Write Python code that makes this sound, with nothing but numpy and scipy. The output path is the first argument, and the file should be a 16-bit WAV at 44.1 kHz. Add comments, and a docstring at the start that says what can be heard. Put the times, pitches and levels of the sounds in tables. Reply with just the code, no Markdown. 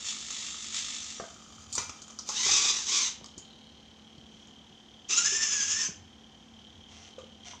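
"""Hobby servo motors rattle and whine through their gears as they move a home-made robot arm.
The arm lowers a can onto a workbench, lets go, lifts clear and swings round. Gear teeth hitting
each other make the sound, and small drive pulses make a servo chatter while it holds a pose.
Plastic joints click, the can knocks on the bench, and a fan hums in the small, hard room."""
import sys
import numpy as np
from scipy import signal
from scipy.fft import rfft, irfft
from scipy.io import wavfile
from scipy.ndimage import uniform_filter1d

SR = 44100
rng = np.random.default_rng(int(sys.argv[2]) if len(sys.argv) > 2 else 0)


def unload_audio(sound):
    """Save the sound as a 16-bit wav file, at the path given as the first command line argument."""
    columns = np.transpose(np.atleast_2d(sound))
    # keep every value between -1 and 1, then stretch to whole-number steps
    steps = np.round(np.clip(columns, -1, 1) * 32767)
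    wavfile.write(sys.argv[1], SR, steps.astype(np.int16))


N = 335160
TIME = np.arange(N) / SR
PULSE_HZ = 50.1  # control pulses sent to a servo each second
LOWER_START_S = -0.06  # the arm is already on its way down

# how each servo's case shapes its rattle: pitch_hz, gain_db
LOWER_CASE = [(400, -29), (750, -26.5), (1000, -18), (1250, -8.5), (1500, -17.5), (2100, -5), (2700, -6.5),
              (3400, 1.7), (4600, -3.5), (7000, 2), (7600, -2.5), (8300, -13.5), (11000, -40.5),
              (15500, -49)]
LIFT_CASE = [(150, -33), (250, -19), (405, -14), (669, -32.5), (795, -19), (1140, -11.5), (1610, -16.5),
             (2530, -11), (3010, -9), (3830, -1.5), (4320, -8.5), (6210, 1.5), (7510, -9), (10200, -42),
             (15500, -50)]
SWING_CASE = [(150, -21), (380, -19), (600, -31), (1200, -13), (1700, -16), (2800, -5), (4100, -13.5),
              (5300, -5), (6200, -2), (6900, -4), (7600, -6.5), (8700, -31.5), (12000, -50.5), (15500, -47)]
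GRIP_CASE = [(700, -16.5), (1250, -11.5), (1900, -16), (4500, -6), (5800, -3), (6700, 2), (7600, -9.5),
             (8500, -17.5), (11500, -42), (15500, -33)]
NUDGE_CASE = [(350, -42), (600, -8), (919, -7), (1540, -11), (1810, -8), (1970, -6), (3140, -5),
              (5050, -8.5), (5950, 1), (12000, -46), (15600, -92), (22000, -120)]
# harder pushes on the way down: start_s, length_s, level_db
PUSHES = [(.035, 0.072, -34.5), (.28, .21, -41.5), (.6, 0.033, -43), (.718, 0.073, -32.5), (.8, 0.16, -41)]
# gear speed as the arm lifts in two strokes: time_s, teeth_per_s
LIFT_SPEED = [(2.29, 1210), (2.375, 1990), (2.44, 2240), (2.535, 2630), (2.6, 2415), (2.705, 2515),
              (2.73, 1800), (2.78, 1990), (2.855, 1450), (2.895, 2200), (2.95, 2520), (3.075, 1950),
              (3.155, 650)]
# the lift's three gear stages: speed_ratio, gain_db
LIFT_STAGES = [(.47, -10), (1, -2), (1.45, 7.5)]
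# gear speed as the base swings round: time_s, teeth_per_s
SWING_SPEED = [(5.09, 1160), (5.18, 1340), (5.225, 1440), (5.262, 1730), (5.41, 1790), (5.62, 1630),
               (5.72, 1690), (5.815, 1845), (5.875, 1470)]
# the base servo overshoots and surges: time_s, boost_db
SURGES = [(5.13, 6), (5.187, 5.5), (5.266, 8), (5.356, 3.5), (5.433, 6.5), (5.529, 4.5), (5.615, 4),
          (5.721, 4.5), (5.815, 4)]
# higher tones of the base's gear teeth: pitch_ratio, gain_db
GEAR_OVERTONES = [(1.66, -2), (2, 3), (3, 13.5), (3.5, -1), (4, 12), (4.999, 3.5)]
# pitches at which the base rings: pitch_hz, width_hz, gain_db
BASE_RINGS = [(409, 42, 2.5), (2840, 300, -21), (5540, 240, 2), (6145, 140, 9.5), (6760, 180, 0.5)]
# the gripper strains, opens, and twitches once more: start_s, length_s, level_db
GRIPS = [(1.2, 1.03, -56), (1.72, 0.094, -39), (2.255, 0.027, -36)]
# thin squeals as gears start or slow: start_s, length_s, first_hz, last_hz, level_db
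SQUEALS = [(.98, 0.1, 6040, 5960, -44), (1.112, 0.13, 5880, 5730, -49), (2.352, 0.041, 3790, 3770, -34.5),
           (2.416, 0.078, 1980, 2090, -37.5), (5.106, 0.054, 2530, 2820, -35.5),
           (5.159, .042, 6460, 7300, -23.5), (5.166, 0.043, 1370, 1430, -36), (5.25, .055, 1730, 1717, -36),
           (7.474, .11, 6070, 6130, -57)]
# tiny changes of pose: start_s, length_s, level_db
NUDGES = [(4.27, 0.16, -64), (6.87, .21, -54.5), (7.425, 0.1, -49.5)]
# a servo holds a pose: start_s, length_s, level_db, upper_ring_db
HOLDS = [(1.1, 1.25, -61, -4.5), (3.05, 0.34, -58, -3), (3.403, 1.75, -58.5, -1), (5.9, 0.59, -60, -14),
         (6.507, 0.47, -57, -17), (7.002, .65, -57.5, -9)]
# the eight drive pulses that a holding servo repeats: gain_db
HOLD_PULSES = [2.5, -11, -8, -45, -11.5, -24, -0.5, -0.5]
# pitches at which the holding servo rings: pitch_hz, half_width_hz, gain_db
HOLD_RINGS = [(3164, 107, -3), (3317, 270, -10), (5600, 610, -24)]
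# plastic joints and the gripper click: start_s, level_db, pitch_hz, panel_gain_db, fade_s
CLICKS = [(.308, -33.5, 6650, -18, .031), (1.726, -33, 7000, -38, 0.13), (1.752, -28, 7040, -12.5, .037),
          (1.779, -27, 6000, -3.5, 0.07), (1.894, -37.5, 5940, -1, .03), (2.018, -43.5, 6270, -18, .06),
          (2.079, -46, 6830, -5.5, .025), (2.104, -46, 6200, -6, .039), (2.1883, -32.5, 5630, -12, .04),
          (2.2884, -29, 6270, -7.5, 0.079), (3.062, -32, 6100, -32, .015), (3.242, -42, 5200, -1, 0.014),
          (3.26, -42.5, 6070, -18, .014), (3.378, -41, 6750, -16, 0.063), (4.18, -57, 4580, -5, .02),
          (4.472, -54, 6350, -7, .02), (7.185, -56, 6150, 5.5, 0.13)]
# the can and the arm knock on the bench: start_s, level_db, pitch_hz, overtone_gain_db, fade_s
KNOCKS = [(1.199, -31, 518, 2, 0.022), (1.204, -37, 681, -8, 0.046), (1.239, -40, 650, -3, 0.024),
          (1.779, -32.5, 535, 7, 0.011), (2.292, -42, 858, -17, 0.07), (2.463, -36.5, 403, 3.5, 0.044),
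          (2.49, -35, 813, -1, 0.065), (2.569, -41.5, 433, 6, 0.033), (2.645, -45, 798, -8, 0.081),
          (2.657, -40, 420, 1, 0.033), (5.1, -46.5, 403, -11, 0.055), (5.322, -42, 400, -9, 0.081),
          (7.182, -38.5, 515, -26, .09), (7.236, -45.5, 502, -20, 0.046), (7.535, -42, 990, -12, 0.015)]
# the tones in one knock: pitch_ratio, gain_db
KNOCK_TONES = [(1, 7), (1.38, -4), (2.3, 3), (3.15, -6.5)]
# the tones of the tin can: pitch_hz, level_db, fade_s
CAN_TONES = [(1980, -41, .1), (2370, -40, 0.18), (2590, -48, .26), (4810, -49, .3), (6340, -42, .2)]
# dull thumps through the bench: start_s, level_db, pitch_hz
THUMPS = [(1.221, -45, 152), (2.471, -45.5, 140), (3.212, -47.5, 110.9), (3.376, -42, 140),
          (4.18, -46, 151), (5.602, -47.5, 150), (5.887, -39.5, 140)]
# the bench drones under the straining arm: start_s, length_s, level_db
DRONES = [(1.48, 0.37, -56.5), (2.42, 0.11, -53), (5.58, 0.45, -57), (6.45, 1.2, -64.5)]
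# the tones of the fan: pitch_hz, level_db
FAN_TONES = [(75.4, -71.5), (220.7, -62), (258.4, -72), (500.6, -76.5), (721.4, -80), (775.2, -75.5),
             (1034, -82)]
# the soft rush of air in the room: pitch_hz, gain_db
AIR_SHAPE = [(25, -7), (45, -10), (65, -3.5), (120, -8.5), (220, -4), (350, -10), (600, -16.5),
             (780, -13.5), (1200, -20), (2300, -22), (4500, -25.5), (6300, -22), (9000, -44),
             (15500, -56.5)]
# how long the room's echo takes to fall by 60 dB: pitch_hz, fade_s
ROOM_FADES = [(200, 0.069), (700, 0.4), (1800, 0.43), (5000, 0.33), (12000, 0.24)]


def lowering():
    """Shoulder and elbow creep down, and their gears rattle anew with each control pulse."""
    steps = kicks(offset=.27, decay=.35, floor=.75)
    rattle = teeth(900, scatter_db=4.5, rub=1.3) * steps
    creep = from_db(-41.5) * run(LOWER_START_S, length_s=1.172, attack_s=.038, release_s=.11)
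    pushes = runs(PUSHES, attack_s=.038, release_s=.032)
    return np.hypot(creep, pushes) * unit(colour(rattle, LOWER_CASE))


def lifting():
    """Two joints lift at once with gears at different speeds: the faster, the louder."""
    tooth_hz = track(LIFT_SPEED)
    fast_gears = teeth(tooth_hz, scatter_db=4, rub=1.4)
    slow_gears = .9 * teeth(.47 * tooth_hz, scatter_db=4, rub=1.2)
    grind = (fast_gears + slow_gears) * from_db(1.3 * drift(70))
    rattle = unit(colour(grind, LIFT_CASE))
    # each gear stage whines in broken scraps
    whine = sum(from_db(db + 4 * drift(45)) * np.sin(ratio * gear_phase(tooth_hz, waver=.03))
                for ratio, db in LIFT_STAGES)
    octaves = np.log2(tooth_hz / 2600)  # 0 near full speed, -1 at half of that
    gears = from_db(-25 + 19.5 * octaves) * rattle + from_db(-42.5 + 38 * octaves) * whine
    start_s, stop_s = LIFT_SPEED[0][0], LIFT_SPEED[-1][0]
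    return run(start_s, stop_s - start_s, attack_s=.005, release_s=.01) * gears


def swinging():
    """The base servo turns the arm: its teeth whine, and a surging rattle rings its case."""
    tooth_hz = track(SWING_SPEED)
    surge_db = sum(db * np.exp(-((TIME - time_s) / .019) ** 2) for time_s, db in SURGES)
    grind = teeth(tooth_hz, scatter_db=5, rub=1.4) * from_db(drift(90))
    phase = gear_phase(tooth_hz, waver=.02)
    overtones = unit(sum(from_db(db + 5.1 * drift(84)) * np.sin(ratio * phase)
                         for ratio, db in GEAR_OVERTONES))
    # the teeth bite harder in a surge, so their overtones rise out of the rattle
    drive = from_db(surge_db) * grind + .19 * from_db(1.75 * surge_db) * overtones
    case = sum(from_db(db) * ring(drive, hz, width_hz) for hz, width_hz, db in BASE_RINGS)
    rattle = from_db(-31.5) * unit(colour(drive + .71 * case, SWING_CASE))
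    octaves = np.log2(tooth_hz / 1750)
    whine = from_db(-43.5 + 30.5 * octaves + surge_db + 3.6 * drift(40)) * np.sin(phase)
    return run(start_s=5.082, length_s=.78, attack_s=.019, release_s=.018) * (rattle + whine)


def bracing():
    """The elbow's gears grind briefly against the jerk of the swing."""
    grind = teeth(1300, scatter_db=7, rub=1) * from_db(2.9 * drift(70))
    level = from_db(-33.5) * run(start_s=5.088, length_s=.11, attack_s=.034, release_s=.04)
    return level * unit(colour(grind, LIFT_CASE))


def gripping():
    """The gripper's small servo pushes in uneven kicks."""
    rattle = teeth(1200, scatter_db=3, rub=1)
    force = kicks(offset=.22, decay=.63, floor=.7) * from_db(2 * drift(30))
    return runs(GRIPS, attack_s=.048, release_s=.043) * unit(colour(rattle * force, GRIP_CASE))


def squealing():
    """For a moment the teeth run smoothly and sing a tone that glides, swells and fades."""
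    out = np.zeros(N)
    for start_s, length_s, first_hz, last_hz, db in SQUEALS:
        progress = np.clip((TIME - start_s) / length_s, 0, 1)
        pitch_hz = first_hz + (last_hz - first_hz) * progress
        squeal = unit(np.sin(gear_phase(pitch_hz, waver=.018)))
        out += from_db(db) * np.sin(np.pi * progress) ** 2 * squeal
    return out


def nudging():
    """The gears creep a little to adjust the pose."""
    rattle = teeth(700, scatter_db=8.5, rub=1)
    return runs(NUDGES, attack_s=.051, release_s=.029) * unit(colour(rattle, NUDGE_CASE))


def holding(cycle_hz=36.93, settle_db_per_s=15.5):
    """Strong and weak drive pulses jolt the stalled motor and make its gears rasp."""
    position = (TIME * cycle_hz - .555 + .002 * drift(40)) * len(HOLD_PULSES)
    pulse = np.floor(position).astype(int)
    pulse_db = np.array(HOLD_PULSES)[pulse % len(HOLD_PULSES)]
    force = from_db(pulse_db + .9 * drift(60) + .5 * drift(6))
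    jolt = unit(np.diff(pulse, prepend=pulse[0]))
    rasp = unit(np.exp(-(position % 1) / .71) * rng.standard_normal(N))
    drive = force * (jolt + 1.1 * rasp)
    buzz = unit(sum(from_db(db) * ring_twice(drive, hz, 2 * half_width_hz)
                    for hz, half_width_hz, db in HOLD_RINGS))
    upper_ring = unit(ring_twice(drive, hz=3700, width_hz=950))
    out = np.zeros(N)
    for start_s, length_s, db, upper_db in HOLDS:
        # the upper ring fades as the joint settles
        settling = from_db(upper_db - settle_db_per_s * np.maximum(TIME - start_s, 0))
        level = from_db(db) * run(start_s, length_s, attack_s=.047, release_s=.03)
        out += level * (buzz + settling * upper_ring)
    return out


def tapping(fade_db_per_s=2.5):
    """Each control pulse takes up the slack in the loaded joint and taps the arm's panel."""
    beats = np.diff(np.floor(TIME * PULSE_HZ - .2), prepend=-1)
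    force = from_db(2.5 * np.clip(rng.standard_normal(N), -2, 1.5))
    taps = np.convolve(beats * force, np.hanning(130))[:N] * rng.standard_normal(N)  # 3 ms bursts
    panel = unit(ring_twice(taps, hz=1254, width_hz=270))
    loaded = run(LOWER_START_S, length_s=2.14, attack_s=.038, release_s=.079)
    return from_db(-58.5 - fade_db_per_s * TIME) * loaded * panel


def joint_clicks():
    """A loose joint snaps tight with a bright crack, and the arm's panels ring below it."""
    bright_shape = [(1500, -3), (3500, 4), (7300, 2), (10500, -19), (15000, -22)]  # pitch_hz, gain_db
    panel_shape = [(200, -6), (700, -4), (1180, 7.5), (1650, -8.5),
                   (2400, -2.5), (3800, -.5), (7000, -46)]
    out, t = np.zeros(N), TIME[:SR // 4]
    for start_s, db, hz, panel_db, fade_s in CLICKS:
        crack = rng.standard_normal(len(t)) * hit_shape(t, fade_s, attack_s=.00056)
        bright = colour(ring(crack, hz, width_hz=960), bright_shape)
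        panels = colour(crack, panel_shape)
        add(out, start_s, at_level(bright, db) + at_level(panels, db + panel_db))
    return out


def bench_knocks():
    """Blunt blows on the bench ring a few tones that die quickly."""
    out, t = np.zeros(N), TIME[:SR // 4]
    for start_s, db, hz, overtone_db, fade_s in KNOCKS:
        tones = sum(from_db(tone_db + overtone_db * (ratio > 1)) * np.sin(2 * np.pi * hz * ratio * t)
                    for ratio, tone_db in KNOCK_TONES)
        add(out, start_s, at_level(tones * hit_shape(t, fade_s, attack_s=.00033), db))
    return out


def can_ring(start_s=1.78):
    """The thin tin wall rings on after the jaws spring open."""
    out, t = np.zeros(N), TIME[:SR // 2]
    for hz, db, fade_s in CAN_TONES:
        add(out, start_s, from_db(db - 60 * t / fade_s) * np.sin(2 * np.pi * hz * t))
    return out


def bench_thumps():
    """The arm's weight shifts and bumps the bench."""
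    out, t = np.zeros(N), TIME[:SR // 4]
    for start_s, db, hz in THUMPS:
        push = rng.standard_normal(len(t)) * np.exp(-t / .0038)
        add(out, start_s, at_level(ring_twice(push, hz, width_hz=160), db))
    return out


def bench_drone(hz=88):
    """The motors shake the bench at its lowest natural pitch."""
    shake = ring(rng.standard_normal(N), hz, width_hz=18)
    return runs(DRONES, attack_s=.096, release_s=.06) * unit(ring(shake, hz, width_hz=19))


def fan_and_air():
    """A fan hums unsteadily over the soft rush of room air."""
    air = from_db(-57.5) * unit(colour(rng.standard_normal(N), AIR_SHAPE))
    hum = sum(from_db(db + 1.55 * drift(3.7)) * unit(np.sin(2 * np.pi * hz * TIME + .72 * drift(4.8)))
              for hz, db in FAN_TONES)
    return air + hum


def room(x, echo_db, size=22050):
    """Near walls add a dense echo, with each pitch fading at its own speed."""
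    bounces = rng.standard_normal(size) * (TIME[:size] > .003)
    hz, t, bands = signal.stft(bounces, SR, nperseg=256)
    fades = from_db(-60 * t / at_hz(ROOM_FADES, hz)[:, None])
    tail = signal.istft(bands * fades, SR, nperseg=256)[1]
    echo = signal.oaconvolve(x, tail / np.linalg.norm(tail))[:N]
    gain = from_db(echo_db)
    return (x + gain * echo) / np.hypot(1, gain)


def teeth(tooth_hz, scatter_db, rub):
    """Gear teeth meet with uneven force and rub in between."""
    teeth_passed = np.cumsum(tooth_hz * (1 + .03 * drift(120))) / SR
    meets = np.diff(np.floor(teeth_passed), prepend=0)
    force = from_db(scatter_db * np.clip(rng.standard_normal(N), -2, 2))
    return unit(unit(meets * force) + rub * rng.standard_normal(N))


def gear_phase(tooth_hz, waver):
    """The angle, in radians, of a gear tone that trembles because the teeth have slack."""
    return 2 * np.pi * np.cumsum(tooth_hz * (1 + waver * drift(263.7))) / SR


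def kicks(offset, decay, floor):
    """Each control pulse kicks the motor, which then coasts; offset and decay are parts of a cycle."""
    return unit(floor + np.exp(-((TIME * PULSE_HZ - offset) % 1) / decay))


def run(start_s, length_s, attack_s, release_s):
    """A motor's loudness as it spins up, holds, and runs down."""
    t = TIME - start_s
    return np.clip(t / attack_s, 0, 1) * np.exp(-np.clip((t - length_s) / release_s, 0, 30))


def runs(rows, attack_s, release_s):
    """The loudness of several runs of one motor; their powers add."""
    return np.sqrt(sum((from_db(db) * run(start_s, length_s, attack_s, release_s)) ** 2
                       for start_s, length_s, db in rows))


def hit_shape(t, fade_s, attack_s):
    """A hit rises fast, then falls by 60 dB in fade_s."""
    return from_db(-60 * t / fade_s) * (1 - np.exp(-t / attack_s))


def at_level(x, db):
    """Scales a hit so that its loudest 5 ms have the given level."""
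    return x * from_db(db) / np.sqrt(uniform_filter1d(x ** 2, size=220).max())


def ring(x, hz, width_hz):
    """Lets a sound ring around one pitch."""
    return signal.lfilter(*signal.iirpeak(hz, hz / width_hz, SR), x)


def ring_twice(x, hz, width_hz):
    """Two rings in a row let less through away from the pitch."""
    return ring(ring(x, hz, width_hz), hz, width_hz)


def colour(x, shape, size=4096):
    """Makes each pitch louder or softer, following rows of pitch_hz, gain_db."""
    gain_db = np.maximum(at_hz(shape, abs(np.fft.fftfreq(size, 1 / SR))), -100)
    # this filter rings only after a hit, never before it
    response = np.exp(np.conj(signal.hilbert(np.log(from_db(gain_db)))))
    taps = np.fft.ifft(response).real
    return signal.oaconvolve(x, taps[:size // 2])[:len(x)]


def drift(rate_hz, size=N // 16):
    """A smooth random wobble of typical size 1, mostly slower than rate_hz."""
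    hz = np.fft.rfftfreq(size, N / size / SR)
    slow = irfft(rfft(rng.standard_normal(size)) / (1 + (hz / rate_hz) ** 4), size)
    return np.interp(TIME, np.linspace(0, N / SR, size), unit(slow))


def at_hz(rows, hz):
    """Reads between a table's pitches, with octaves evenly spaced."""
    pitches, values = np.transpose(rows)
    return np.interp(np.log(hz + 1), np.log(pitches + 1), values)


def track(rows):
    """Joins points in time with straight lines."""
    return np.interp(TIME, *np.transpose(rows))


def add(mix, start_s, sound):
    """Mixes a sound in at start_s."""
    part = mix[max(round(start_s * SR), 0):][:len(sound)]
    part += sound[:len(part)]


def from_db(db):
    """Turns decibels into a gain."""
    return 10 ** (np.asarray(db) / 20)


def unit(x):
    """Scales a signal to an average power of 1."""
    return x / np.sqrt(np.mean(x ** 2) + 1e-20)


def scene():
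    """Servos and hits echo in the room, over the bench's drone and the fan."""
    servos = (lowering() + gripping() + tapping() + lifting()
              + swinging() + bracing() + nudging() + squealing())
    hits = joint_clicks() + bench_knocks() + bench_thumps() + can_ring()
    arm = room(servos, echo_db=-6) + room(holding(), echo_db=-7.5)
    arm += from_db(.5) * room(hits, echo_db=-3.5)
    return (arm + bench_drone() + fan_and_air())[None]


def record(dry, lowest_hz=48, highest_hz=15600):
    """A small microphone loses the deepest bass, and the highest treble is cut off."""
    bass_cut = signal.butter(4, lowest_hz, "highpass", fs=SR, output="sos")
    treble_cut = signal.firwin(511, highest_hz, window=("kaiser", 9), fs=SR)
    return signal.oaconvolve(signal.sosfilt(bass_cut, dry), treble_cut[None], "same")


dry = scene()
out = record(dry)
unload_audio(out)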